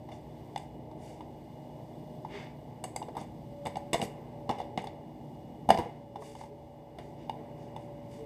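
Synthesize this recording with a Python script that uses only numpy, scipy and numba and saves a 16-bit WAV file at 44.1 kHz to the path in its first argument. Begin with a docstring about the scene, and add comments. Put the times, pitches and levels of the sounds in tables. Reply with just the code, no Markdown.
"""Plastic keys of a desk calculator, pressed close to a phone lying on an office desk.
Each key knocks the case and the desk top, rattles and ticks; hands brush plastic and paper.
Behind them ventilation, fans and a motor hum, with a thin high tone and a few soft low blips.
At the phone's microphone the sound port rings at fixed pitches and the gain backs off on loud peaks."""
import sys
import numpy as np
from scipy import signal
from scipy.fft import rfft, irfft
from scipy.io import wavfile
from scipy.ndimage import uniform_filter1d
from numba import njit

SR = 44100
rng = np.random.default_rng(int(sys.argv[2]) if len(sys.argv) > 2 else 0)


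def pcm_store(signal):
    """Save signal as 16-bit PCM."""
    levels = np.round(np.clip(np.atleast_2d(signal), -1, 1) * 32767)
    wavfile.write(sys.argv[1], SR, levels.astype(np.int16).T)


N = 363825
T = np.arange(N) / SR


def undb(db):
    return 10 ** (np.asarray(db) / 20)


def level(x, db):
    """Scale to an rms level."""
    return x * undb(db) / np.sqrt(np.mean(x ** 2))


def band(x, lo_hz, hi_hz):
    """Second-order band-pass."""
    sos = signal.butter(2, [lo_hz, min(hi_hz, .45 * SR)], "bandpass", fs=SR, output="sos")
    return signal.sosfilt(sos, x)


def fade(t, t60):
    """Falls 60 dB in t60 seconds."""
    return np.exp(-np.log(1000) * t / t60)


def walk(rate_hz):
    """Random levels held 1 / rate_hz seconds and smoothed twice; spread near 1."""
    hold = int(SR / rate_hz)
    steps = np.repeat(rng.standard_normal(N // hold + 1), hold)
    return 1.17 * uniform_filter1d(uniform_filter1d(steps, hold), hold)[:N]


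def tone(hz, db, waver_db=1.5):
    """A sine that wavers a little in level and pitch."""
    amplitude = np.sqrt(2) * undb(db + waver_db * walk(9.7))
    wavering_hz = hz * (1 + 0.00398 * walk(6))
    return amplitude * np.sin(2 * np.pi * np.cumsum(wavering_hz) / SR)


def colour(x, resonances):
    """Lifts or dips the sound around each resonance."""
    for hz, width, boost_db in resonances:
        b, a = signal.iirpeak(hz, hz / width, fs=SR)
        x = x + (undb(boost_db) - 1) * signal.lfilter(b, a, x)
    return x


# Spectrum of the office ventilation, heard from the desk: f/Hz, relative level/dB
AIR = [(15, -68), (25, -30), (47, -8), (149, -3.5), (247, -8), (275, -9.5), (305, -6), (493, -11.5),
       (594, -11.5), (886, -17), (1250, -31), (2860, -41), (3260, -39.5), (13400, -54.5), (14500, -27.5)]
def ventilation():
    """Moving air makes a low rush whose five bands waver separately."""
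    hz, db = np.transpose(AIR)
    f = np.maximum(np.arange(N // 2 + 1) * SR / N, 1)
    spectrum = rfft(rng.standard_normal(N)) * undb(np.interp(np.log(f), np.log(hz), db))
    edges_hz = [0, 100, 300, 1000, 3000, SR]
    air = sum(undb(1.5 * walk(3.11)) * irfft(spectrum * (f >= lo) * (f < hi), N)
              for lo, hi in zip(edges_hz, edges_hz[1:]))
    return level(air, db=-48)


# Course of a motor's whine in the background: t/s, f/Hz, level/dB
WHINE = [(0, 615, -61.5), (3.29, 615, -62), (3.36, 576, -60.5), (3.6, 575, -51), (4.22, 575, -53),
         (4.28, 575, -83), (4.342, 575, -51), (5.35, 577, -63.5), (5.9, 576, -54), (8.25, 576, -53.5)]
def motor():
    """A motor slows under load and falters once."""
    times, hz, db = np.transpose(WHINE)
    return tone(np.interp(T, times, hz), np.interp(T, times, db), waver_db=2.5)


# Fan and mains lines in the room tone: f/Hz, level/dB
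HUM = [(60, -63.5), (119, -57), (147, -54), (241, -56), (311, -59), (858, -70)]
def hum():
    """Fans and mains drone on a few low pitches."""
    return sum(tone(hz, db) for hz, db in HUM)


def whistle():
    """A thin high tone, barely audible at the desk."""
    return tone(hz=2900, db=-87, waver_db=1.0)


# Key cap resonances, three that click, then three that tick:
# f/Hz, width/Hz, relative level/dB, level gained per dB of strength/(dB/dB)
CAP = [(2170, 430, -0.5, -0.13), (2870, 330, 0, 0.16), (3466, 310, -2.5, -0.36), (4700, 490, -3, 0.068),
       (6430, 330, -2.5, 0.062), (7960, 1160, -4, 0.28)]
def key_cap(snap, modes, strength_db, scatter):
    """The snap rings the chosen cap resonances, shared out a little differently each time."""
    usual_db, scatter_db = -25, 0.5
    return sum(undb(db + slope * (strength_db - usual_db) + scatter_db * draw)
               * band(snap, hz - width / 2, hz + width / 2) * np.sqrt(hz / width)
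               for (hz, width, db, slope), draw in zip(CAP[modes], scatter))


# Modes of the calculator case: f/Hz, t60/s
CASE = [(540, 0.023), (610, 0.024), (680, 0.042), (745, 0.041), (810, 0.037), (870, 0.037), (940, 0.029),
        (1080, 0.022), (1180, 0.0047)]
def case_ring(t, case_hz):
    """The case's impulse response: modes near the key's own pitch take most of the blow."""
    hz, t60 = np.transpose(CASE)
    share = np.exp(-(np.log(hz / case_hz) / 0.097) ** 2) + 0.28
    return share @ (np.sin(2 * np.pi * hz[:, None] * t) * fade(t, t60[:, None]))


# Modes of the desk top under calculator and phone: f/Hz, relative level/dB, t60/s
DESK = [(172, -10, 0.17), (210.3, 7, 0.055), (253, 5.5, 0.041), (338, 4.5, 0.06), (413.7, -4, 0.16),
        (476, 7.5, 0.057)]
def desk_ring(t):
    """The desk's impulse response: low modes that die quickly."""
    return sum(undb(db) * np.sin(2 * np.pi * hz * t) * fade(t, t60) for hz, db, t60 in DESK)


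def key_blow(knock_db, click_db, tick_db, thud_db, case_hz, rattle_s, noise, shake):
    """One blow and its loose rattle ring the case, the desk below and the small key cap."""
    t = T[:len(noise)]
    seat_s, contact_s = 0.0032, 0.00086
    seat = np.sin(np.pi / 2 * np.minimum(t / seat_s, 1)) ** 2  # force builds as the key tips and seats
    rattle = noise * fade(t, max(rattle_s, .005))
    snap = (rattle * 0.21 + noise * fade(t, 0.0087)) * np.sqrt(seat)
    push = -9 * np.sin(np.pi * np.minimum(t / contact_s, 1)) + 4.5 * rattle
    knock = seat * signal.fftconvolve(push, case_ring(t, case_hz))[:len(t)]
    thud = seat * signal.fftconvolve(push, desk_ring(t))[:len(t)]
    click = key_cap(snap, slice(0, 3), knock_db, shake) + 3.2 * band(snap, 1530, 4570)
    tick = key_cap(snap, slice(3, 6), tick_db, shake[::-1])
    tick += 0.72 * band(band(snap, 4100, 11400), 2900, 12400)
    clatter = band(shake * seat * fade(t, 4.8 * rattle_s), 110, 2570)  # neighbouring keys shake
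    crack = band(snap, 1020, 1760)  # hard blows flex the case
    parts = [(knock, 0), (thud, thud_db), (click, click_db), (tick, tick_db),
             (clatter, 0.58 * click_db - 14), (crack, 1.1 * knock_db - 3.5)]
    return sum(undb(knock_db + db) * part / np.abs(part).max() for part, db in parts)


# Key blows close to the microphone, before the shell colours them: t/s, knock peak level/dB,
# click, tick and desk thud level/dB (each relative to the knock), case f/Hz, rattle t60/s
KEYS = [(0.088, -40.5, -12, -32.5, -17, 810, 0.11), (0.116, -42.5, -5.5, -25.5, -10, 756, 0.17),
        (0.56, -26.5, -6, -38, -21, 804, 0.007), (0.576, -43.5, 3, 1, -5, 760, 0.034),
        (0.913, -44.5, -14, -28, -14, 865, 0.024), (1.206, -36.5, -13.5, -41, -18, 870, .042),
        (2.248, -32.5, -20.5, -40, -30, 910, .044), (2.839, -30, -7, -1.5, -11, 770, 0.052),
        (2.961, -26.5, -7, -2.5, -27, 810, 0.023), (3.017, -30.5, -30, -33, -23, 910, 0.031),
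        (3.025, -35.5, -8.5, -33, -8, 785, 0.038), (3.084, -32, -21, -33, -6, 585, 0.042),
        (3.151, -34.5, -20, -30, -4, 700, 0.083), (3.167, -30, -13.5, -16, -6, 976, 0.1),
        (3.211, -40.5, -11.5, -12, 2, 704, .073), (3.653, -32, -13, -13, -10, 540, 0.1),
        (3.659, -31.5, -2, -24, -20, 816, .035), (3.667, -30.5, -6, -8.5, -1.5, 767, 0.06),
        (3.756, -32.5, -8, -38, -3.5, 734, 0.062), (3.768, -28, -29, -18.5, -29, 760, 0.05),
        (3.931, -20.5, -3, -4.5, -9, 534, 0.084), (3.943, -16.5, -8.5, -35, -12, 684, 0.036),
        (3.998, -31.5, -16, -13, 2, 835, 0.041), (4.015, -28, 0, -12, -7, 680, 0.027),
        (4.024, -28, -34, -7, 1.5, 730, 0.064), (4.492, -22, -8.5, -42, -2.5, 880, 0.076),
        (4.51, -26.5, -10, -38, -21, 746, 0.014), (4.584, -40.5, -5.5, -16, -16, 760, 0.22),
        (4.601, -29, -15.5, -35, -30, 790, 0.038), (4.615, -35.5, -13.5, -35, -21, 574, 0.028),
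        (4.775, -22, -8, -44, -3.5, 760, 0.044), (4.818, -49, -5, -3, -4, 775, .035),
        (4.84, -33.5, -12, -18, -11, 750, 0.088), (4.87, -36, -3.5, -23, -20, 850, 0.034),
        (5.689, -13.5, -18.5, -23.5, -3.5, 770, 0.044), (5.703, -5.5, -15, -22, -24, 730, 0.032),
        (5.713, -16.5, -17, -34, -6, 683, 0.02), (5.744, -23.5, -13.5, -32, -3, 740, 0.079),
        (5.774, -23, -8.5, -27, -14, 705, 0.034), (5.785, -22.5, -11.5, -18, 1, 850, 0.12),
        (5.856, -37, -30, -40, 5.5, 783, .06), (6.157, -30.5, -13.5, -32, -9, 830, 0.053),
        (6.221, -32, -20, -22, -11, 980, 0.033), (6.351, -37.5, -10, -13, -14, 840, 0.037),
        (6.411, -34.5, -14, -35, -24, 870, 0.044), (6.435, -38, -12, -19, -8, 890, 0.059),
        (6.985, -31.5, -10.5, -20, -3, 610, 0.074), (7.295, -24.5, -11.5, -31, -37, 832, 0.0086),
        (7.762, -33.5, -10, -17, -16, 898, 0.045)]
def key_presses():
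    """Fingers strike the keys singly and in quick runs, each blow with its own rattle."""
    out, length = np.zeros(N + SR), SR // 4
    for onset_s, *blow in KEYS:
        noise, shake = rng.standard_normal((2, length))
        start = int(onset_s * SR)
        out[start:start + length] += key_blow(*blow, noise, shake)
    return out[:N]


# Hand strokes close to the microphone: loudest t/s, length/s, level/dB before the shell, centre f/Hz
BRUSH = [(.14, 0.063, -67.5, 3570), (0.596, 0.073, -67, 4200), (1.058, 0.17, -63.5, 4700),
         (2.362, 0.16, -50.5, 1220), (3.201, 0.058, -59.5, 3600), (4.036, 0.037, -49.5, 6000),
         (6.257, 0.15, -58, 4630), (6.392, 0.1, -59.5, 4200), (7.04, .13, -71.5, 4400),
         (7.213, 0.12, -66.5, 1750), (7.401, .16, -65, 700), (7.618, 0.14, -70.5, 2980),
         (7.819, 0.1, -74, 4840), (8.137, 0.11, -65, 4030)]
def brushing():
    """Skin slides on plastic and paper: a soft grainy hiss that swells and dies."""
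    out, t = np.zeros(N + SR), T[:SR] - .5
    rise_share = 0.34
    for peak_s, length_s, db, hz in BRUSH:
        swell = np.exp(-(t / (length_s * np.where(t < 0, rise_share, 1 - rise_share))) ** 2)
        lo_hz, hi_hz = hz / 3.6, hz * 2.33
        hiss = band(rng.standard_normal(SR), lo_hz, hi_hz)
        hiss = band(hiss, lo_hz / 2, 9600)
        start = int(peak_s * SR)
        out[start:start + SR] += swell * level(hiss, db)
    strokes = out[SR // 2:][:N]  # puts each swell's top at its listed time
    grain = undb(1.4 * walk(270))
    return shell(strokes * grain)


# Resonances of the calculator's shell: f/Hz, width/Hz, boost/dB
SHELL = [(1440, 420, 1), (2250, 68, 2), (3690, 270, 5.5), (3850, 1300, -5), (4580, 160, 2.5),
         (8230, 460, -2)]
def shell(x):
    """The hollow plastic shell colours the sounds made on it."""
    return colour(x, SHELL)


def room(x, t60_s=0.53, db=-10.5):
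    """Dense echoes off the office's walls and glass reach the desk, duller as they die."""
    t = T[:SR // 2]
    noise = rng.standard_normal(len(t)) * (t > .006)
    dull = band(noise, 92, 3000)
    tail = dull * fade(t, t60_s) + 1.4 * (noise - dull) * fade(t, 0.6 * t60_s)
    return signal.fftconvolve(x, tail * undb(db) / np.sqrt(np.sum(tail ** 2)))[:N]


# A faint low tone that comes and goes in the background: loudest t/s, f/Hz, level/dB
BLIP = [(2.36, 405, -44.5), (6.2, 435, -45.5), (6.3, 435, -50.5), (6.52, 420, -48.5), (7.4, 450, -47.5),
        (8.22, 445, -44)]
def blips(half_width_s=0.032):
    """Short soft sines, each under a bell-shaped swell."""
    return sum(undb(db) * np.sqrt(2) * np.sin(2 * np.pi * hz * T)
               * np.exp(-((T - peak_s) / half_width_s) ** 2) for peak_s, hz, db in BLIP)


def scene():
    """Mono, from the desk top: keys and hands close by, the office all around."""
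    near = shell(key_presses() + brushing())
    return (near + room(near) + ventilation() + motor() + hum() + whistle() + blips())[None]


@njit
def gain_control(x, threshold, min_gain, hold_s, release_s):
    """Gain slides down when a peak passes the threshold, holds, then creeps back."""
    y, aim, gain, wait = np.empty(len(x)), 1., 1., 0.
    for i in range(len(x)):
        if abs(x[i]) > threshold:
            aim = max(min_gain, min(aim, threshold / abs(x[i])))
            wait = hold_s * SR
        wait -= 1
        if wait < 0:
            aim += (1 - aim) / (release_s * SR)
        gain += (aim - gain) * .0005  # follows in about 45 ms
        y[i] = gain * x[i]
    return y


# Resonances of the sound port in front of the microphone: f/Hz, width/Hz, boost/dB
PORT = [(826, 200, 6), (1364, 600, -8.5), (2067, 210, 8.5), (2870, 46, 11), (3486, 66, 8), (4820, 440, 3.5),
        (5600, 1000, 0.5), (6220, 71, 3), (7930, 130, 8), (8920, 113, 9.5), (10470, 150, 0),
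        (12100, 1100, 0), (12960, 190, 13)]
def record(dry):
    """The phone's microphone: a small capsule short of bass, a ringing port, gain control, a top cut."""
    bass_cut = signal.butter(2, 55, "highpass", fs=SR, output="sos")
    top_cut = signal.ellip(8, .2, 55, 13950, fs=SR, output="sos")
    x = colour(signal.sosfilt(bass_cut, dry[0]), PORT)
    x = gain_control(x, threshold=0.42, min_gain=undb(-3.0), hold_s=1.15, release_s=.35)
    return signal.sosfilt(top_cut, x)[None]


dry = scene()
out = record(dry)
pcm_store(out)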